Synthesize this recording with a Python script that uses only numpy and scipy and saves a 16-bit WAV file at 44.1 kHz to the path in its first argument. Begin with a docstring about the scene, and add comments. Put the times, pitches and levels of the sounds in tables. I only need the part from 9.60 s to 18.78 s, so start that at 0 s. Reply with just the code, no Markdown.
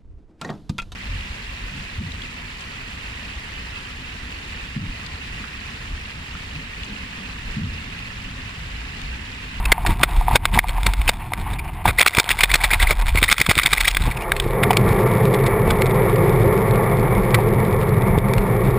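"""A camera on a bicycle fork first rides over bumpy grass: the frame shudders and its plastic housing knocks and squeaks.
From about 2.4 s the wheel drops down concrete steps; each drop squeaks, touches, knocks and bounces back once.
From about 4.6 s asphalt drives the tyre and frame into a steady roar; from 7.8 s a car ahead adds a low, sinking note.
Random noise shakes the resonant parts, short noise bursts make the knocks, and gliding tones make the squeaks.
At the end loud sounds push down the gain, and a slow, overloaded sampler adds a tinny mirrored treble."""
import sys
import numpy as np
from scipy import signal
from scipy.fft import rfft, irfft
from scipy.io import wavfile
from scipy.ndimage import uniform_filter1d

SR = 44100
rng = np.random.default_rng(int(sys.argv[2]) if len(sys.argv) > 2 else 0)


def waveform_to_disk(signal):
    """Save audio, clipped to [-1, 1], as 16-bit WAV at the path in sys.argv[1]."""
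    frames = np.transpose(np.atleast_2d(signal))
    scaled = np.clip(frames, -1, 1) * 32767
    samples = np.round(scaled).astype(np.int16)
    wavfile.write(sys.argv[1], SR, samples)


N = 404838
TIME = np.arange(N) / SR

# Levels in all tables are relative; the functions and the final gain control still change them.
# The wheel rides over a hummock or a seam: t/s, frame shudder/dB, jolt/dB
BUMPS = [(0.1, -14, -43), (0.299, -15, -20.5), (0.42, -24, -27.5), (0.59, -10, -38), (0.73, -15, -22),
         (0.958, -18, -21), (1.15, -22, -49), (1.28, -17, -25.5), (1.4, -14.5, -33), (1.48, -20, -28),
         (1.8, -30, -30.5), (1.922, -30, -28.5), (2.14, -31, -38), (2.282, -17, -20.5), (4.42, -14.5, -27),
         (4.478, -16.5, -22), (6.1, -18, -25), (8.8, -17, -33), (9.08, -21, -28)]
# Rolling over grass, then concrete, between the blows: t/s, jolting/dB, mount drone/dB, grit/dB
ROUGH_GROUND = [(0.0, -33.5, -33, -41.5), (0.6, -34.5, -34, -32.5), (0.82, -32, -38, -44),
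                (1.05, -35.5, -33.5, -34), (1.42, -42, -40, -36.5), (1.58, -36.5, -40, -41),
                (1.9, -32, -35, -46), (2.15, -35.5, -38, -54), (2.55, -38, -33.5, -25.5),
                (3.4, -42, -34, -34.5), (3.9, -42, -52, -22), (4.48, -44, -37.5, -33),
                (4.55, -44, -36, -40)]
# Resonances of the plastic housing: f/Hz, width/Hz, level/dB
HOUSING = [(744, 920, -6), (1304, 410, -1.5), (1607, 170, -1), (2050, 343, 3.5), (2340, 300, 3.5),
           (2680, 890, -5), (3566, 514, -2), (4280, 110, -7.5), (4690, 2200, -10.5)]
# The wheel drops down one step:
# t/s, level/dB, length/s, treble boost/dB, wind-up/s, squeak/dB, first touch/dB, jolt/dB
STEPS = [(2.4116, -4.5, 0.0053, 3, 0.023, -7, -9.5, -32), (2.4774, -2, 0.0041, 15, 0.012, -34, -32, -32),
         (2.5708, -12.5, 0.0021, -5, 0.034, -17, -12.5, -34),
         (2.7105, -13, 0.0079, 10, 0.031, -26, -14, -39), (2.838, -5.5, 0.005, 10, 0.046, -14.5, -9.5, -28),
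         (2.9425, -7, .0037, 17, 0.043, -16, -14, -28), (3.045, -13, 0.0072, 10, 0.033, -21, -35, -34),
         (3.138, -12.5, 0.0099, 4, 0.024, -12, -32, -29), (3.23, -17, 0.013, 2, 0.027, -15, -31, -30),
         (3.3103, -16.5, 0.016, 6, 0.037, -13, -29, -25), (3.4235, -34, 0.0061, -1, 0.022, -49, -54, -32),
         (3.4895, -25, 0.012, 12, 0.018, -38, -40, -40), (3.575, -17, 0.0022, 9, 0.029, -34, -20, -27),
         (3.642, -10.5, 0.0057, 15, 0.056, -14.5, -55, -26), (3.7177, -12.5, 0.007, 14, .031, -9, -17, -26),
         (3.802, -14.5, 0.0019, 17, 0.032, -25, -13, -28), (3.895, -6.5, 0.0009, 11, 0.048, -20, -9, -16.5),
         (3.979, -11.5, 0.0016, 13, .041, -33, -16, -26),
         (4.0614, -8, 0.0026, 15, 0.044, -18, -15.5, -28.5), (4.133, -6.5, 0.0019, 26, .018, -19, -28, -29),
         (4.2087, -15, 0.0065, 33, 0.029, -11, -39, -45), (4.2792, -12.5, .01, 10, 0.027, -13, -34, -40)]
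# Rolling on asphalt: t/s, tyre hum/dB, frame drone/dB, tread roar/dB, grit/dB
STREET = [(4.55, -33, -40, -38, -58), (4.65, -37, -28.5, -30.5, -59), (4.8, -30.5, -31.5, -34.5, -46.5),
          (5.0, -21, -22, -25.5, -56.5), (5.3, -18.5, -21.5, -25, -46.5), (5.8, -17.5, -19, -25, -52),
          (6.0, -20, -21.5, -25.5, -55), (6.2, -20, -19, -25, -50), (6.85, -18, -19, -25.5, -50.5),
          (7.35, -19.5, -20.5, -26, -53), (7.65, -19, -21.5, -27.5, -51), (8.2, -19.5, -22.5, -29, -53.5),
          (8.5, -19, -24.5, -27.5, -55.5), (9.18, -20, -21.5, -29, -53.5)]


def from_db(db):
    """Turn decibels into a gain."""
    return 10 ** (np.asarray(db) / 20)


def rms_one(x):
    """Scale a signal to an average strength (rms) of 1."""
    return x / np.sqrt(np.mean(x ** 2) + 1e-20)


def gains(rows):
    """Draw one gain curve per dB column, fading away outside the table's span."""
    times, *columns = np.transpose(rows)
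    fade_times = [times[0] - .08, times[0], times[-1], times[-1] + .08]
    fade = np.interp(TIME, fade_times, [0, 1, 1, 0])
    return [fade * from_db(np.interp(TIME, times, column)) for column in columns]


def swells(times, db, half_s):
    """Make a gain that rises and falls smoothly around each moment."""
    t = TIME[::64]   # a coarse time grid is enough for smooth curves
    bells = from_db(db) * np.exp(-((t[:, None] - times) / half_s) ** 2)
    return np.interp(TIME, t, np.sqrt(np.sum(bells ** 2, axis=1)))


def drift(rate):
    """Wander randomly with a spread near 1, never beyond 2, taking `rate` new values a second."""
    knots = rng.standard_normal(4096)
    wander = np.interp(TIME * rate, np.arange(len(knots)), knots)
    return np.clip(rms_one(wander), -2, 2)


def response(resonances, size=32768):
    """Ring of a body after one tap, with the given resonances and an energy of 1."""
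    hz = np.arange(size // 2 + 1) * SR / size
    power = sum(from_db(db) ** 2 / (1 + (2 * (hz - centre) / width) ** 4)
                for centre, width, db in resonances)
    # Folding the cepstrum makes the ring start at once, with nothing before the tap.
    cepstrum = irfft(np.log(power + 1e-12) / 2)
    cepstrum[1:size // 2] *= 2
    cepstrum[size // 2 + 1:] = 0
    ring = irfft(np.exp(rfft(cepstrum)))[:size // 2]
    return ring / np.sqrt(np.sum(ring ** 2))


def through(force, ring):
    """Let a force set a body ringing."""
    return signal.fftconvolve(force, ring)[:len(force)]


def driven(resonances):
    """Shake a body with a steady random force; the result has rms 1."""
    ring = response(resonances)
    force = rng.standard_normal(N + len(ring) - 1)
    return rms_one(signal.fftconvolve(force, ring, "valid"))


def evened(x, seconds):
    """Hold the level of a noise nearly steady over the given time."""
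    power = uniform_filter1d(x ** 2, int(seconds * SR) + 1)
    return x / np.sqrt(power + 1e-6)


def blows(rows, ring):
    """Strike one body with single blows, each with its own peak level."""
    force = np.zeros(N)
    for at_s, db in rows:
        force[int(at_s * SR)] += from_db(db)
    return through(force, ring / np.max(np.abs(ring)))


def housing_spot(colour_db):
    """Strike the housing at a chance spot, which favours some of its resonances."""
    shades = rng.standard_normal(len(HOUSING))
    shaded = [(hz, width, db + colour_db * shade) for (hz, width, db), shade in zip(HOUSING, shades)]
    return response(shaded, size=4096)


def grit(per_s, spread_db, clump_db, colour_db, count=5):
    """Clumps of tiny contacts strike the housing at a few spots, each with its own colour; rms near 1."""
    born = rng.random(N) < per_s * from_db(clump_db * drift(25)) / SR
    loudness_db = spread_db * np.minimum(rng.exponential(1, N), 3)
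    sizes = from_db(loudness_db) * rng.choice([-1, 1], N)
    spot = rng.integers(0, count, N)
    ticks = 0
    for k in range(count):
        ticks = ticks + through(born * sizes * (spot == k), housing_spot(colour_db))
    return evened(ticks, .07)


def frame_shudder():
    """The frame's low resonances shake all the time, and harder over each bump."""
    # Steady shudder, strongest across the landing between the flights: t/s, level/dB
    shudder = [(0.0, -25), (1.3, -18.5), (1.6, -31), (2.3, -28), (2.6, -34), (2.74, -23.5), (2.88, -26.5),
               (3.12, -19), (3.6, -13.5), (3.72, -32), (4.2, -21), (4.8, -29), (5.7, -25.5), (6.3, -26.5),
               (9.18, -25)]
    # Low resonances of the frame: f/Hz, width/Hz, level/dB
    frame_resonances = [(39.1, 14.2, -8), (58, 42, -22.5)]
    bump_s, bump_db, _ = np.transpose(BUMPS)
    steady = gains(shudder)[0] * from_db(2.9 * drift(12))
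    strength = np.hypot(steady, swells(bump_s, bump_db, half_s=0.035))
    return from_db(-1.0) * strength * evened(driven(frame_resonances), 0.08)


def rough_ride():
    """Uneven ground jolts the frame, makes the mount drone and crunches; bumps and steps swell all three."""
    # Resonances of the jolted frame: f/Hz, width/Hz, level/dB
    jolt_resonances = [(82, 80, -2.5), (134.5, 115, -10), (270, 223, -18.5)]
    # Resonances of the droning mount: f/Hz, width/Hz, level/dB
    mount_drone = [(734, 99, 0.5), (909, 140, 3.5), (1080, 170, -2), (1610, 1450, -12), (2300, 920, -9.5),
                   (3200, 330, -24.5)]
    jolting, drone, crunch = gains(ROUGH_GROUND)
    bump_s, _, bump_db = np.transpose(BUMPS)
    step_s, *_, step_db = np.transpose(STEPS)

    bumps = swells(bump_s, bump_db, half_s=0.029)
    step_jolts = swells(step_s, step_db, half_s=0.013)
    step_drone = swells(step_s, -28.5, half_s=0.017)
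    step_grit = swells(step_s - 0.016, -23.5, half_s=0.016)   # the crunch comes just before the blow
    jolting = np.hypot(jolting, bumps + step_jolts)
    drone = np.hypot(drone, from_db(-6) * bumps + step_drone)
    crunch = np.hypot(crunch, from_db(-4) * bumps + step_grit)

    jolts = from_db(3.0) * jolting * evened(driven(jolt_resonances), 0.046)
    mount = drone * driven(mount_drone) * from_db(3.5 * drift(55))
    crackle = grit(per_s=800, spread_db=5.0, clump_db=5.0, colour_db=5.0, count=8)
    return jolts + mount + from_db(-5.0) * crunch * crackle


def step_squeaks():
    """Each step squeaks upward as the fork loads and downward as it lets go; rows as in slip_squeaks."""
    rows = []
    for at_s, db, _, _, wind_up, squeak_db, _, _ in STEPS:
        up, down = 1 + .1 * rng.uniform(-1, 1, 2)        # chance pitch
        rise, fall = 1 + .4 * rng.uniform(-1, 1, 2)      # chance glide
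        loading = (at_s - wind_up, squeak_db, .007, 2080 * up, 38.8 * rise)
        release = (at_s, db - 2, .0045, 1993 * down, -39.5 * fall)
        rows += [loading, release]
    return rows


def squeaks(ring, jitter, overtone_db, rasp_db, grip_db, size=4096):
    """Plastic sticks and slips at a gliding rate: a short, rough stack of harmonics rings the housing."""
    # Slips of plastic on plastic away from the steps:
    # t/s at the centre, level/dB, length/s, f/Hz, glide/(octaves per s)
    slip_squeaks = [(0.057, -16, 0.0029, 2620, 9.5), (1.481, -12, 0.0041, 2700, -29.5),
                    (1.994, -24.5, 0.0059, 2300, 3), (4.35, -19, .0015, 3680, 29),
                    (4.422, -24, 0.0038, 3900, 19), (4.518, -23.5, 0.0089, 2050, -33),
                    (4.573, -23.5, 0.0057, 2750, -15), (4.624, -28, 0.019, 2680, 4)]
    out = np.zeros(N + 2 * size)
    t = (np.arange(size) - size // 2) / SR
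    for at_s, db, length, hz, glide in slip_squeaks + step_squeaks():
        wobble = rms_one(uniform_filter1d(rng.standard_normal(size), 40))
        octaves = np.clip(glide * t, -.5, .5)
        pitch = hz * 2 ** octaves * (1 + jitter * wobble)
        phase = 2 * np.pi * np.cumsum(pitch) / SR
        # Leave out harmonics too high for the sample rate.
        overtones = sum(np.sin(k * phase) * (k * pitch < SR / 2) for k in range(2, 8))
        rasp = from_db(rasp_db) * rng.standard_normal(size)
        slips = np.sin(phase) + from_db(overtone_db) * overtones + rasp
        grip_wander = np.interp(t, np.linspace(t[0], t[-1], 40), rng.standard_normal(40))
        grip = from_db(grip_db * grip_wander)
        squeak = through(slips * grip * np.exp(-(t / length) ** 2), ring)
        loudest = np.sqrt(np.max(uniform_filter1d(squeak ** 2, 128)))
        at = int(at_s * SR) + size // 2
        out[at:at + size] += from_db(db) * squeak / loudest
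    return out[size:size + N]


def loose_ticks(count=70):
    """Loose parts tick at random, at levels that follow the grit tables; rows as in knock_rows."""
    street_offset_db = 12.5   # asphalt grit is tabled on a lower scale, so its ticks are raised
    grit_db = [(row[0], row[-1]) for row in ROUGH_GROUND[:-1]]
    grit_db += [(row[0], row[-1] + street_offset_db) for row in STREET]
    when, size = rng.random((count, 2)).T
    times = when * TIME[-1]
    ground_db = np.interp(times, *np.transpose(grit_db))
    levels = ground_db + 4 + 4 * np.minimum(-np.log(1 - size), 2)   # most are soft, a few loud
    length_s, bright_db = 0.00081, 2
    return [(at_s, level, length_s, bright_db) for at_s, level in zip(times, levels)]


def step_knocks():
    """At each step the housing touches once, takes the blow and bounces once; rows as in knock_rows."""
    touch_share = 0.62   # share of the wind-up still to go at the first touch
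    rows = []
    for at_s, db, length, bright_db, wind_up, _, touch_db, _ in STEPS:
        touch = (at_s - touch_share * wind_up, touch_db, 0.0021, 15)
        blow = (at_s, db, length, bright_db)
        rebound = (at_s + .016 * rng.uniform(1.0, 1.2), db - 16.5, .002, 0)
        rows += [touch, blow, rebound]
    return rows


def chatter(colour_db, attack_share, bright_hz, bounce_db, lead_db, tail_db, tail_s, size=4096):
    """Each knock is a quick swarm of plastic contacts, with a faint buzz as parts close and settle."""
    # Knocks of the housing, from hard slaps to soft gritty patches and rustles:
    # t/s at the centre, level/dB, length/s, treble boost/dB
    knock_rows = [(0.122, -2.5, 0.0036, 0.5), (0.267, -17, 0.0047, -18), (0.4351, -3, 0.0017, -9.5),
                  (0.7576, -1.5, 0.0013, 4), (0.8543, -7, 0.00089, -15), (0.945, -23, 0.01, -5),
                  (0.9897, -3, 0.0017, 0), (1.266, -10, 0.0024, 11), (1.3373, -24, 0.0025, 8),
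                  (1.492, -8.5, 0.0024, 7), (1.7357, -18, 0.0014, -6), (1.938, -34, .012, -11),
                  (2.262, -20, 0.0079, -21), (2.2896, -14, 0.015, -25), (2.4273, -7.5, 0.0027, -15),
                  (2.464, 0.5, 0.002, 5), (2.586, -4, 0.0018, 21), (2.599, -1.5, 0.0013, 1),
                  (2.9554, -8.5, .0015, 13), (3.629, -6, 0.0015, 12), (3.7265, -4.5, 0.0014, 18),
                  (3.8146, -0.5, 0.00026, 6), (3.913, -7, .007, 4), (3.9879, -6.5, 0.0012, 10),
                  (3.997, -9, 0.0013, 5), (4.07, -11.5, 0.00095, 20), (4.311, -24.5, .0068, 7),
                  (4.369, -11, .0016, 7), (4.7197, -10, 0.0017, -18), (4.767, -22.5, 0.0022, 6),
                  (4.8013, -17, 0.0031, 7), (5.0362, -14.5, 0.0057, -23), (5.11, -15, 0.0029, -18),
                  (5.132, -14, 0.00068, -15), (5.1716, -10.5, 0.0026, 3), (5.743, -27.5, 0.01, 18),
                  (5.869, -26, 0.0085, 5), (6.104, -12.5, 0.00045, -18), (6.2187, -17, 0.0027, -2),
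                  (7.744, -12.5, 0.00088, -22), (7.749, -13, 0.0044, -11), (8.585, -27.5, 0.0066, 2),
                  (8.7363, -21, .0007, -8), (8.7816, -21.5, .0009, -12)]
    out = np.zeros(N + 2 * size)
    lead = size // 3
    t = (np.arange(size) - lead) / SR
    treble = signal.butter(1, bright_hz, "high", fs=SR)
    for at_s, db, length, bright_db in knock_rows + step_knocks() + loose_ticks():
        length = max(length, .0005)
        buzz = from_db(np.where(t > 0, tail_db, lead_db)) * np.exp(-np.abs(t) / tail_s)
        side_length = length * np.where(t < 0, attack_share, 1)
        press = np.exp(-(1.05 * t / side_length) ** 2) + buzz
        # The parts bounce apart every few ms.
        bounce = np.interp(t, np.linspace(t[0], t[-1], 48), rng.standard_normal(48))
        press = press * from_db(bounce_db * np.clip(bounce, -1.5, 1.5))
        knock = through(press * rng.standard_normal(size), housing_spot(colour_db))
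        knock = knock + (from_db(bright_db) - 1) * signal.lfilter(*treble, knock)
        energy = from_db(db) ** 2 * (length + .002) * SR   # longer knocks carry more energy
        at = int(at_s * SR) + size - lead
        out[at:at + size] += knock * np.sqrt(energy / np.sum(knock ** 2))
    return out[size:size + N]


def mount_clunks():
    """The mount flexes and rings with a hollow clunk."""
    # Clunks: t/s, peak level/dB
    clunk_rows = [(0.18, -14.5), (0.25, -16.5), (0.401, -24), (0.611, -17), (0.682, -9), (0.711, -15),
                  (0.975, -10), (1.042, -14), (1.182, -19.5), (1.72, -20), (2.255, -6), (2.284, -15),
                  (5.106, -5), (7.787, -14.5)]
    # Resonances of the flexing mount: f/Hz, width/Hz, level/dB
    mount_resonances = [(737, 68, 7), (912, 165, 7.5), (1194, 36, 0)]
    ring = response(mount_resonances + [(2100, 810, -14)])
    return from_db(5) * blows(clunk_rows, ring)


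def tyre_thuds():
    """The tyre bottoms out on a bump or a step and gives a low thud."""
    # Thuds: t/s, peak level/dB
    thud_rows = [(0.754, -16), (1.263, -24.5), (2.581, -11), (3.55, -17.5), (3.624, -16.5), (3.811, -18),
                 (3.889, -11), (3.97, -17.5), (4.475, -21), (4.864, -17), (6.079, -12), (8.578, -6)]
    ring = response([(104, 75, -3.0), (288, 410, -12)])   # f/Hz, width/Hz, level/dB
    return from_db(8.0) * blows(thud_rows, ring)


def street_ride():
    """Asphalt grain drives the tyre and frame; the same shaking makes the housing tick."""
    # Resonances of the humming tyre: f/Hz, width/Hz, level/dB
    tyre_hum = [(93.4, 15, -6), (113.4, 10.1, 1.5), (129.8, 12.4, 2), (161, 14, -3.5), (196.5, 26, -5.5),
                (274, 94, -19.5)]
    # Resonances of the droning frame: f/Hz, width/Hz, level/dB
    frame_drone = [(361, 46, -3), (406.2, 43, 0), (448.3, 37.4, -1.5), (516.3, 42.4, -3), (585, 71, -13.5)]
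    # Resonances of the roaring tread: f/Hz, width/Hz, level/dB
    tread_roar = [(674, 39, 1.5), (800, 310, 0), (896, 102, 0.5), (1116, 196, 1), (1360, 110, -6),
                  (1680, 440, -21.5), (1913, 470, -6.5), (2223, 163, -4.5), (3440, 500, -27)]
    hum, drone, roar, crunch = gains(STREET)
    patches_per_s = 14   # uneven asphalt makes the tones swell and sink
    hum_swell = from_db(1.46 * drift(patches_per_s))
    drone_swell = from_db(1.34 * drift(patches_per_s))
    roar_swell = from_db(1.1 * drift(40) + .5 * drift(5))

    tyre = from_db(0.9) * hum * evened(driven(tyre_hum), 0.19) * hum_swell
    frame = from_db(0.34) * drone * evened(driven(frame_drone), 0.093) * drone_swell
    tread = from_db(1.0) * roar * driven(tread_roar) * roar_swell
    ticks = grit(per_s=750, spread_db=4.8, clump_db=4.5, colour_db=2.5)
    return tyre + frame + tread + from_db(11.0) * crunch * ticks


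def car_ahead():
    """A low, slightly unsteady engine note sinks as the car slows."""
    # Engine of the car just ahead: t/s, f/Hz, level/dB
    engine = [(7.8, 92, -37), (8.0, 88.6, -28), (8.3, 88.8, -20.5), (8.55, 85.2, -25), (8.7, 84, -34)]
    times, hz, db = np.transpose(engine)
    pitch = np.interp(TIME, times, hz) * (1 + 0.017 * drift(15))
    phase = 2 * np.pi * np.cumsum(pitch) / SR
    return gains(np.column_stack([times, db]))[0] * np.sin(phase)


def scene():
    """Add up everything at one microphone, the same in both channels."""
    housing = response(HOUSING, size=4096)
    creaks = squeaks(housing, jitter=.07, overtone_db=-5, rasp_db=1, grip_db=4)
    knocks = from_db(2.0) * chatter(colour_db=2.5, attack_share=1.0, bright_hz=3250, bounce_db=6.5,
                                    lead_db=-19.5, tail_db=-6, tail_s=0.0042)
    ride = frame_shudder() + rough_ride() + creaks + knocks
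    ride = ride + mount_clunks() + tyre_thuds() + street_ride() + car_ahead()
    return np.array([ride, ride])


def gain_control(x, threshold_db, recovery_db_per_s, attack_s):
    """Loud sounds push the gain down; it climbs back at a steady rate."""
    level_db = 10 * np.log10(np.abs(uniform_filter1d(x[0] ** 2, 64)) + 1e-9)
    excess_db = np.maximum(level_db - threshold_db, 0)
    # A running maximum on a rising ramp keeps each cut and lets it shrink steadily.
    climb = recovery_db_per_s * TIME
    cut_db = np.maximum.accumulate(excess_db + climb) - climb
    r = np.exp(-1 / (attack_s * SR))
    smooth_cut_db = signal.lfilter([1 - r], [1, -r], cut_db)
    return x * from_db(-smooth_cut_db)


def record(dry):
    """The camera samples slowly, overloads and holds each sample, mirroring the sound into a tinny treble."""
    camera_rate_hz, cutoff_hz = 12000, 15400
    x = gain_control(dry, threshold_db=-8.5, recovery_db_per_s=126, attack_s=0.016)
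    x = signal.sosfilt(signal.butter(12, 5600, fs=SR, output="sos"), x)
    x = signal.resample_poly(x, camera_rate_hz, SR, axis=1)
    x = x / (1 + (x / .84) ** 6) ** (1 / 6)   # overload: peaks flatten towards .84
    held = np.repeat(x, 4, axis=1)
    x = signal.resample_poly(held, SR, 4 * camera_rate_hz, axis=1)[:, :N]
    return signal.sosfilt(signal.ellip(10, .3, 80, cutoff_hz, fs=SR, output="sos"), x)


dry = scene()
out = record(dry)
waveform_to_disk(out)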